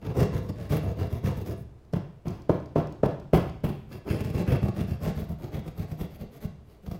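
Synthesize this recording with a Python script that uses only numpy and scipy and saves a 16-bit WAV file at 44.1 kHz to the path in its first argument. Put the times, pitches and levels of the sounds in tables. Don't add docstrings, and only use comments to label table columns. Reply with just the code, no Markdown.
import sys
import numpy as np
from scipy import signal
from scipy.fft import rfft, irfft
from scipy.io import wavfile

SR = 44100
rng = np.random.default_rng(int(sys.argv[2]) if len(sys.argv) > 2 else 0)


def store_wav(level_fs):
    pcm = np.round(np.clip(np.atleast_2d(level_fs), -1, 1) * 32767)
    wavfile.write(sys.argv[1], SR, pcm.T.astype(np.int16))


N = 308259

# f/Hz, bandwidth/Hz, then relative level/dB at each of the four working spots
CAVITY_MODES = [(35.7, 18.7, -12.5, -12, -19, -7.5), (71.7, 23.9, 2.5, -2.5, -0.5, 1.5),
                (112.2, 33.5, 2, -1, 0, -1.5), (153.4, 29.8, 0, 2.5, -1, 1),
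                (212, 47.9, -8.5, -5.5, -8, -7.5)]
BOARD_MODES = [(275, 119, -4, -2.5, -3.5, -3), (353, 52, 4.5, 8, 6.5, 2.5), (415, 53.7, 2.5, 0, 2, 0.5),
               (493, 66, 0, -4.5, -1.5, -2), (574.4, 63.4, -4.5, -6, -3.5, -3),
               (670, 62, -5, -3.5, -5, -3.5), (764, 58, -11, -5, -10, -7),
               (885, 97, -12.5, -8.5, -12, -13.5), (1052, 94, -13.5, -9, -13, -15.5),
               (1129, 122, -19, -11.5, -13.5, -15), (1366, 456, -29.5, -18.5, -21.5, -22)]
EDGE_MODES = [(1210, 196, 0, -6.5, -2, 1), (1685, 128, 3.5, 2, 5.5, -3), (1800, 440, -1.5, 0, 1.5, -2),
              (2310, 470, -4.5, 0, 1, -1), (2732, 88, 0.5, 4, 5.5, 2), (2870, 285, -7.5, -3, -6.5, -4.5)]
BLADE_MODES = [(3346, 390, -7.5, -2, -1.5, -5.5), (4040, 970, -11, -9, -7.5, -9.5),
               (4900, 930, -10.5, -10, -5.5, -10), (6050, 470, -15, -12, -13, -15),
               (6630, 230, -13.5, -30, -12, -15)]
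GRIT_MODES = [(7900, 6100, -6, -4.5, -7.5, -4.5), (10040, 1200, 3, 4, 3, 2), (12900, 2700, 1.5, 2.5, 1, 3),
              (16800, 1200, 4, 4.5, 1, 0)]
MOVES_S = [1.8, 3.85, 4.98]


def sawing():
    per_s, boom, knock, rasp, scrape, fine = stroke_curves()
    hard_boom, hard_knock, hard_scrape, hard_fine = hard_thumps()
    spot = np.searchsorted(MOVES_S, np.arange(N) / SR)

    wander = amp(2.1 * drift(per_s=70))
    passed = np.cumsum((per_s + 30) * wander / SR)
    catches = np.diff(np.floor(passed), prepend=0)
    teeth = rms_one(catches * amp(rng.uniform(-6.5, 4.0, N)))

    pulse = soften(teeth, hz=110) / (soften(teeth, hz=52.3) + 1e-4)
    clumps = amp(2.1 * drift(per_s=70) + 2.0 * drift(per_s=45))
    puffs = (0.42 + 0.23 * pulse) * clumps
    rumble = grains(1500, spread_db=2.5)
    grit = grains(7000, spread_db=3.0)

    wall_force = boom * (0.63 * teeth + 0.43 * rumble) + hard_boom
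    board_force = knock * (0.54 * teeth + 0.7 * rumble) + hard_knock
    edge_force = (rasp * puffs + hard_scrape) * grit
    blade_force = (scrape * puffs + 0.72 * hard_scrape) * grit
    fine_force = (fine * puffs + hard_fine) * rng.standard_normal(N)

    out = resonate(wall_force, CAVITY_MODES, spot)
    out += resonate(board_force, BOARD_MODES, spot, shift_db=2.5)
    out += resonate(edge_force, EDGE_MODES, spot, shift_db=1.5)
    out += resonate(blade_force, BLADE_MODES, spot, shift_db=2.0)
    return out + resonate(fine_force, GRIT_MODES, spot, shift_db=2.0)


TEETH_PER_STROKE, TEETH_SPREAD_DB, TEETH_CAP_PER_S = 9.5, 2, 190
RAMP_S, BITE_LAG = .012, 0.026
KNOCK_FROM_RASP, KNOCK_DB = 0.38, -1
SCRAPE_FROM_GRIT, SCRAPE_DB = 0.52, -2.5
# start t/s, length/s, moment of top speed (share of stroke),
# relative levels of bite/dB, rasp/dB, fine grit/dB
STROKES = [(0.017, 0.11, 0.6, -27, -49, -61), (0.148, 0.074, 0.67, -16.5, -42.5, -49.5),
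           (0.221, 0.04, 0.27, -24, -44, -51), (0.317, 0.099, 0.36, -24.5, -49, -58),
           (0.424, 0.048, 0.43, -34.5, -62, -64.5), (0.481, 0.024, 0.55, -30, -57, -62),
           (0.542, 0.15, 0.49, -33, -56.5, -63), (0.696, 0.093, 0.41, -21, -41.5, -46.5),
           (0.815, 0.12, 0.58, -26.5, -50, -55), (0.958, 0.12, 0.52, -27.5, -48, -56),
           (1.098, 0.094, 0.53, -29.5, -52.5, -57.5), (1.233, 0.092, 0.46, -23.5, -45.5, -53),
           (1.327, 0.11, 0.63, -31, -57.5, -58), (1.451, 0.093, 0.42, -28, -49, -51.5),
           (1.567, 0.067, 0.44, -35, -84, -60.5), (3.898, 0.087, 0.48, -37, -52.5, -57),
           (4.054, 0.12, 0.62, -26, -43, -50.5), (4.17, 0.058, 0.5, -33, -50, -62),
           (4.24, 0.074, 0.33, -32.5, -50, -55.5), (4.329, 0.1, 0.55, -22.5, -46.5, -52),
           (4.47, 0.099, 0.5, -19.5, -42, -52.5), (4.616, 0.082, 0.56, -24, -54.5, -54),
           (4.747, 0.1, 0.48, -27, -49, -53.5), (4.868, 0.096, 0.5, -31, -54, -56),
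           (5, 0.11, 0.65, -26, -48, -51), (5.154, 0.1, 0.41, -31, -55.5, -54.5),
           (5.277, 0.065, 0.51, -33.5, -62, -62), (5.384, 0.11, 0.53, -34, -58, -60),
           (5.512, 0.069, 0.61, -31.5, -53, -57), (5.586, 0.02, 0.41, -34, -64, -63),
           (5.643, 0.072, 0.53, -37, -59.5, -62), (5.755, 0.097, 0.55, -34, -55.5, -57.5),
           (5.876, 0.079, 0.59, -37, -59.5, -58.5), (5.979, 0.08, 0.48, -33.5, -53, -55.5),
           (6.098, 0.074, 0.54, -47, -60.5, -63), (6.193, 0.052, 0.6, -37.5, -56, -59),
           (6.315, 0.07, 0.58, -45, -59, -60.5), (6.412, 0.047, 0.7, -36, -56.5, -56),
           (6.645, 0.16, 0.44, -58.5, -69.5, -71), (6.827, 0.059, 0.8, -44.5, -67, -64),
           (6.899, 0.074, 0.54, -39, -58, -57)]


def stroke_curves():
    curves = np.zeros((6, N))
    chances = rng.standard_normal(len(STROKES))
    for (s, length, top, bite_db, rasp_db, grit_db), chance in zip(STROKES, chances):
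        first = max(round((s - RAMP_S) * SR), 0)
        last = min(round((s + length + RAMP_S) * SR), N)
        at = np.arange(first, last)
        speed, bite = swell(at, top), swell(at, top + BITE_LAG)
        per_s = min(TEETH_PER_STROKE / length * amp(TEETH_SPREAD_DB * chance), TEETH_CAP_PER_S)
        knock_db = between(bite_db, rasp_db, KNOCK_FROM_RASP, KNOCK_DB)
        scrape_db = between(rasp_db, grit_db, SCRAPE_FROM_GRIT, SCRAPE_DB)
        tops = np.r_[per_s, amp([bite_db, knock_db, rasp_db, scrape_db, grit_db])]
        shapes = [speed ** .3, bite ** 1.2, bite ** 0.81, speed ** 1.24, speed ** 1.28, speed ** 1.02]
        curves[:, at] = np.maximum(curves[:, at], tops[:, None] * shapes)
    return curves


SPRAY_RISE_S, SPRAY_S = 0.0034, 0.0039
SPRAY_FOLLOWS, SPRAY_DB, FINE_SPRAY_DB = 0.41, -40.5, -43
# t/s, relative level/dB of the thump in the wall, relative level/dB of the knock in the board
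HARD_THUMPS = [(0.047, -25, -39), (0.063, -1.5, -13), (0.168, -1, -9), (0.201, -6, -6), (0.228, -4, -0.5),
               (0.236, 0, -10), (0.347, 0, -28), (0.489, -1.5, -14.5), (0.702, 4.5, -29), (0.994, -12, -13),
               (1.126, 0, -17), (1.24, 5.5, -21), (1.373, 0, -31), (1.96, 2.5, -20), (2.269, 1.5, -13),
               (4.102, 4.5, -24), (4.207, 3, -11), (4.248, 1, -13), (4.3, -1, -14), (4.348, 7.5, -25),
               (4.384, 1, -14), (4.477, 3.5, -7), (4.519, 1, -14), (4.557, -12, -18), (4.631, 7.5, -31),
               (4.683, -23, -10.5), (4.765, -3, -10), (4.807, 5.5, -11), (4.91, 2.5, -33),
               (5.026, 0.5, -25), (5.163, -0.5, -33), (5.29, -5, -30), (5.316, -8, -24), (5.44, -4, -16.5),
               (5.542, 0, -23), (5.59, -6, -17), (5.677, -15, -19), (5.776, -9, -22), (5.794, -1, -29),
               (5.914, -2.5, -20), (6.01, 0.3, -12), (6.21, -7, -29), (6.445, 2, -24), (6.862, -20, -19.5),
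               (6.877, -2, -20), (6.913, -2, -15.5)]


def hard_thumps():
    s, thump_db, knock_db = np.transpose(HARD_THUMPS)
    chance_db = 3.1 * rng.standard_normal((len(s), 2)).T
    spray_db = SPRAY_FOLLOWS * knock_db + chance_db + [[SPRAY_DB], [FINE_SPRAY_DB]]
    hits = np.zeros((4, N))
    hits[:, np.round(s * SR).astype(int)] = amp([thump_db, knock_db, *spray_db])
    boom, knock, scrape, fine = hits
    after = np.arange(SR // 20) / SR
    spray = (1 - np.exp(-after / SPRAY_RISE_S)) * np.exp(-after / SPRAY_S)
    sprays = signal.fftconvolve([scrape, fine], [spray], axes=1)[:, :N]
    return boom, knock, *np.abs(sprays)


PUNCH_HZ = 477.5
SHUDDER_FROM_PUNCH, SHUDDER_DB = 0.32, -9
CRACK_FROM_CRUMBLE, CRACK_DB = 0.31, -20.5
# t/s, relative levels of boom/dB, punch/dB, crumble/dB,
# time for the crushing to fall to about half/s
BLOWS = [(1.931, -15, -27, -57.5, 0.023), (2.252, -24.5, -39.5, -65, 0.073),
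         (2.491, -13.5, -14.5, -57, 0.028), (2.755, -15, -17, -61, 0.038), (3.03, -12.5, -13.5, -57, 0.028),
         (3.33, -7.5, -13.5, -45, 0.032), (3.636, -11.5, -27, -46.5, 0.028)]


def blows():
    out = np.zeros(N)
    after = np.arange(SR // 4) / SR
    shudder = grains(900, spread_db=2.5)
    jerks = amp(2.5 * drift(per_s=50))
    breaking = grains(9000, spread_db=2.5) * amp(2.5 * drift(per_s=120))
    contact = np.exp(-((after - .0056) / .0014) ** 2)
    for s, boom_db, punch_db, crumble_db, length in BLOWS:
        shudder_db = between(boom_db, punch_db, SHUDDER_FROM_PUNCH, SHUDDER_DB)
        crack_db = between(boom_db, crumble_db, CRACK_FROM_CRUMBLE, CRACK_DB)
        start = round(s * SR)
        span = slice(start, start + len(after))
        crush = np.minimum(after / 0.0047, 1) / (1 + (after / length) ** 1.99) * jerks[span]
        shaking = crush * shudder[span]

        wall_force = amp(boom_db + 18) * (after == 0) + amp(boom_db - 8.5) * shaking
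        board_force = amp(punch_db + 17.5) * (after == after[200]) + amp(shudder_db) * shaking
        crack_force = amp(crack_db) * (crush + 0.33 * contact) * breaking[span]
        crumble_force = amp(crumble_db) * crush * breaking[span]

        out[span] += amp(punch_db + 8.5) * contact * np.sin(2 * np.pi * PUNCH_HZ * after)
        out[span] += resonate(wall_force, CAVITY_MODES, spot=1)
        out[span] += resonate(board_force, BOARD_MODES, spot=1)
        out[span] += resonate(crack_force, EDGE_MODES + BLADE_MODES, spot=1)
        out[span] += resonate(crumble_force, GRIT_MODES, spot=1)
    return out


TICK_LOW_HZ, TICK_HIGH_HZ, TICK_TREBLE_DB = 4400, 5650, -15
CRUMBS_FALL_S, CRUMB_DB, CRUMB_SPREAD_DB = 0.043, -62.5, 5
# t/s, relative level/dB
TICKS = [(1.7895, -69), (1.8491, -65), (1.9265, -53), (1.935, -47), (2.2812, -41), (2.3054, -51),
         (2.4194, -54), (2.6005, -59), (2.658, -54), (2.871, -51.5), (2.923, -50), (3.0604, -44),
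         (3.1978, -52.5), (3.3284, -59), (3.4955, -49.5), (3.6038, -66), (6.5574, -72)]


def ticks():
    out = np.zeros(N)
    after = np.arange(400) / SR
    wait = rng.exponential(1, (len(BLOWS), 4))
    size = rng.standard_normal((len(BLOWS), 4))
    crumb_s = np.array(BLOWS)[:, :1] + CRUMBS_FALL_S * wait
    crumb_db = CRUMB_DB + CRUMB_SPREAD_DB * size
    rows = np.r_[np.c_[crumb_s.ravel(), crumb_db.ravel()], TICKS]
    noises = rng.standard_normal((len(rows), len(after)))
    pitches = TICK_LOW_HZ + rng.random(len(rows)) * (TICK_HIGH_HZ - TICK_LOW_HZ)
    for (s, level_db), noise, hz in zip(rows, noises, pitches):
        at = round(s * SR)
        span = slice(at, at + len(after))
        burst = noise * np.exp(-after / 0.003) * np.minimum(after / 0.0011, 1)
        out[span] += amp(level_db) * resonate(burst, [(hz, 1500, 0)])
        out[span] += amp(level_db + TICK_TREBLE_DB) * resonate(burst, GRIT_MODES, spot=1)
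    return out


# f/Hz, T60/s
GARAGE_T60 = [(60, 0.83), (160, 0.61), (420, 0.43), (1100, 0.47), (2900, 0.59), (7700, 0.42), (14000, 0.12)]
# f/Hz, relative level/dB
GARAGE_WET = [(60, -6.5), (250, -6.5), (1000, -2), (4000, -2), (12000, -8.5)]


def garage(x):
    after = np.arange(SR) / SR
    hz = np.arange(SR // 2 + 1)
    noise = rfft(rng.standard_normal(SR))
    tail = 0
    for centre in 30 * 2 ** np.arange(0, 9.5, .5):
        octaves = np.clip(np.log2(hz / centre + 1e-9), -.5, .5)
        band = irfft(noise * np.cos(np.pi * octaves) ** 2, SR)
        t60 = at_hz(GARAGE_T60, centre)
        decay = amp(at_hz(GARAGE_WET, centre) - 60 * after / t60)
        even_energy = np.sqrt(2 * np.log(1000) / t60 / SR)
        tail = tail + band * decay * even_energy
    onset = np.clip((after - .006) / 0.021, 0, 1)
    return signal.fftconvolve(x, tail * onset)[:N]


AIR_DB = -53.5
# f/Hz, relative spectral level/dB
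AIR = [(25, -6.5), (64, 1), (200, -12.5), (400, -13.5), (1860, -35), (5000, -44.5), (9000, -49.5),
       (16000, -53)]


def air():
    hz = np.arange(N // 2 + 1) * SR / N
    spectrum = rfft(rng.standard_normal(N)) * amp(at_hz(AIR, hz))
    return amp(AIR_DB) * rms_one(irfft(spectrum, N))


def resonate(x, modes, spot=0, shift_db=0):
    click = np.eye(1, 4096)[0]
    filters, response = [], 0
    for k, (hz, width_hz, *level_db) in enumerate(modes):
        r = np.exp(-np.pi * width_hz / SR)
        b = (-1) ** k * (1 - r * r) * np.array([1, 0, -1])
        a = [1, -2 * r * np.cos(2 * np.pi * hz / SR), r * r]
        filters.append((b, a))
        response = response + amp(level_db)[:, None] * signal.lfilter(b, a, click)
    levels = amp([mode[2:] for mode in modes]) / np.sqrt(np.sum(response ** 2, axis=1))
    out = 0
    for (b, a), level in zip(filters, levels):
        share = amp(shift_db * drift(per_s=12)) if shift_db else 1
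        out = out + signal.lfilter(b, a, level[spot] * share * x + 1e-18)
    return out


def grains(per_s, spread_db):
    sizes = amp(spread_db * np.minimum(rng.exponential(1, N), 5)) * rng.choice([-1, 1], N)
    return rms_one(sizes * (rng.random(N) < per_s / SR))


def soften(x, hz):
    r = np.exp(-2 * np.pi * hz / SR)
    return signal.lfilter([(1 - r) ** 2], [1, -2 * r, r * r], x + 1e-18)


def swell(at, top):
    peak = at[0] + np.clip(top, .1, .9) * len(at)
    through = np.interp(at, [at[0], peak, at[-1]], [0, .5, 1])
    return np.abs(np.sin(np.pi * through))


def drift(per_s):
    knots = rng.standard_normal(int(N / SR * per_s) + 2)
    return np.interp(np.arange(N) / SR * per_s, np.arange(len(knots)), knots)


def between(a_db, b_db, share, plus_db):
    share = np.clip(share, 0, 1)
    return (1 - share) * a_db + share * b_db + plus_db


def at_hz(points, hz):
    table_hz, values = np.array(points).T
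    return np.interp(np.log(hz + 1), np.log(table_hz), values)


def amp(db):
    return 10 ** (np.asarray(db) / 20)


def rms_one(x):
    return x / np.sqrt(np.mean(x ** 2) + 1e-20)


def scene():
    wall = sawing() + blows() + ticks()
    return (wall + garage(wall) + air())[None]


CUTOFF_HZ = 15800


def record(dry):
    low_pass = signal.ellip(12, .5, 60, CUTOFF_HZ, fs=SR, output="sos")
    return signal.sosfilt(low_pass, dry)


dry = scene()
out = record(dry)
store_wav(out)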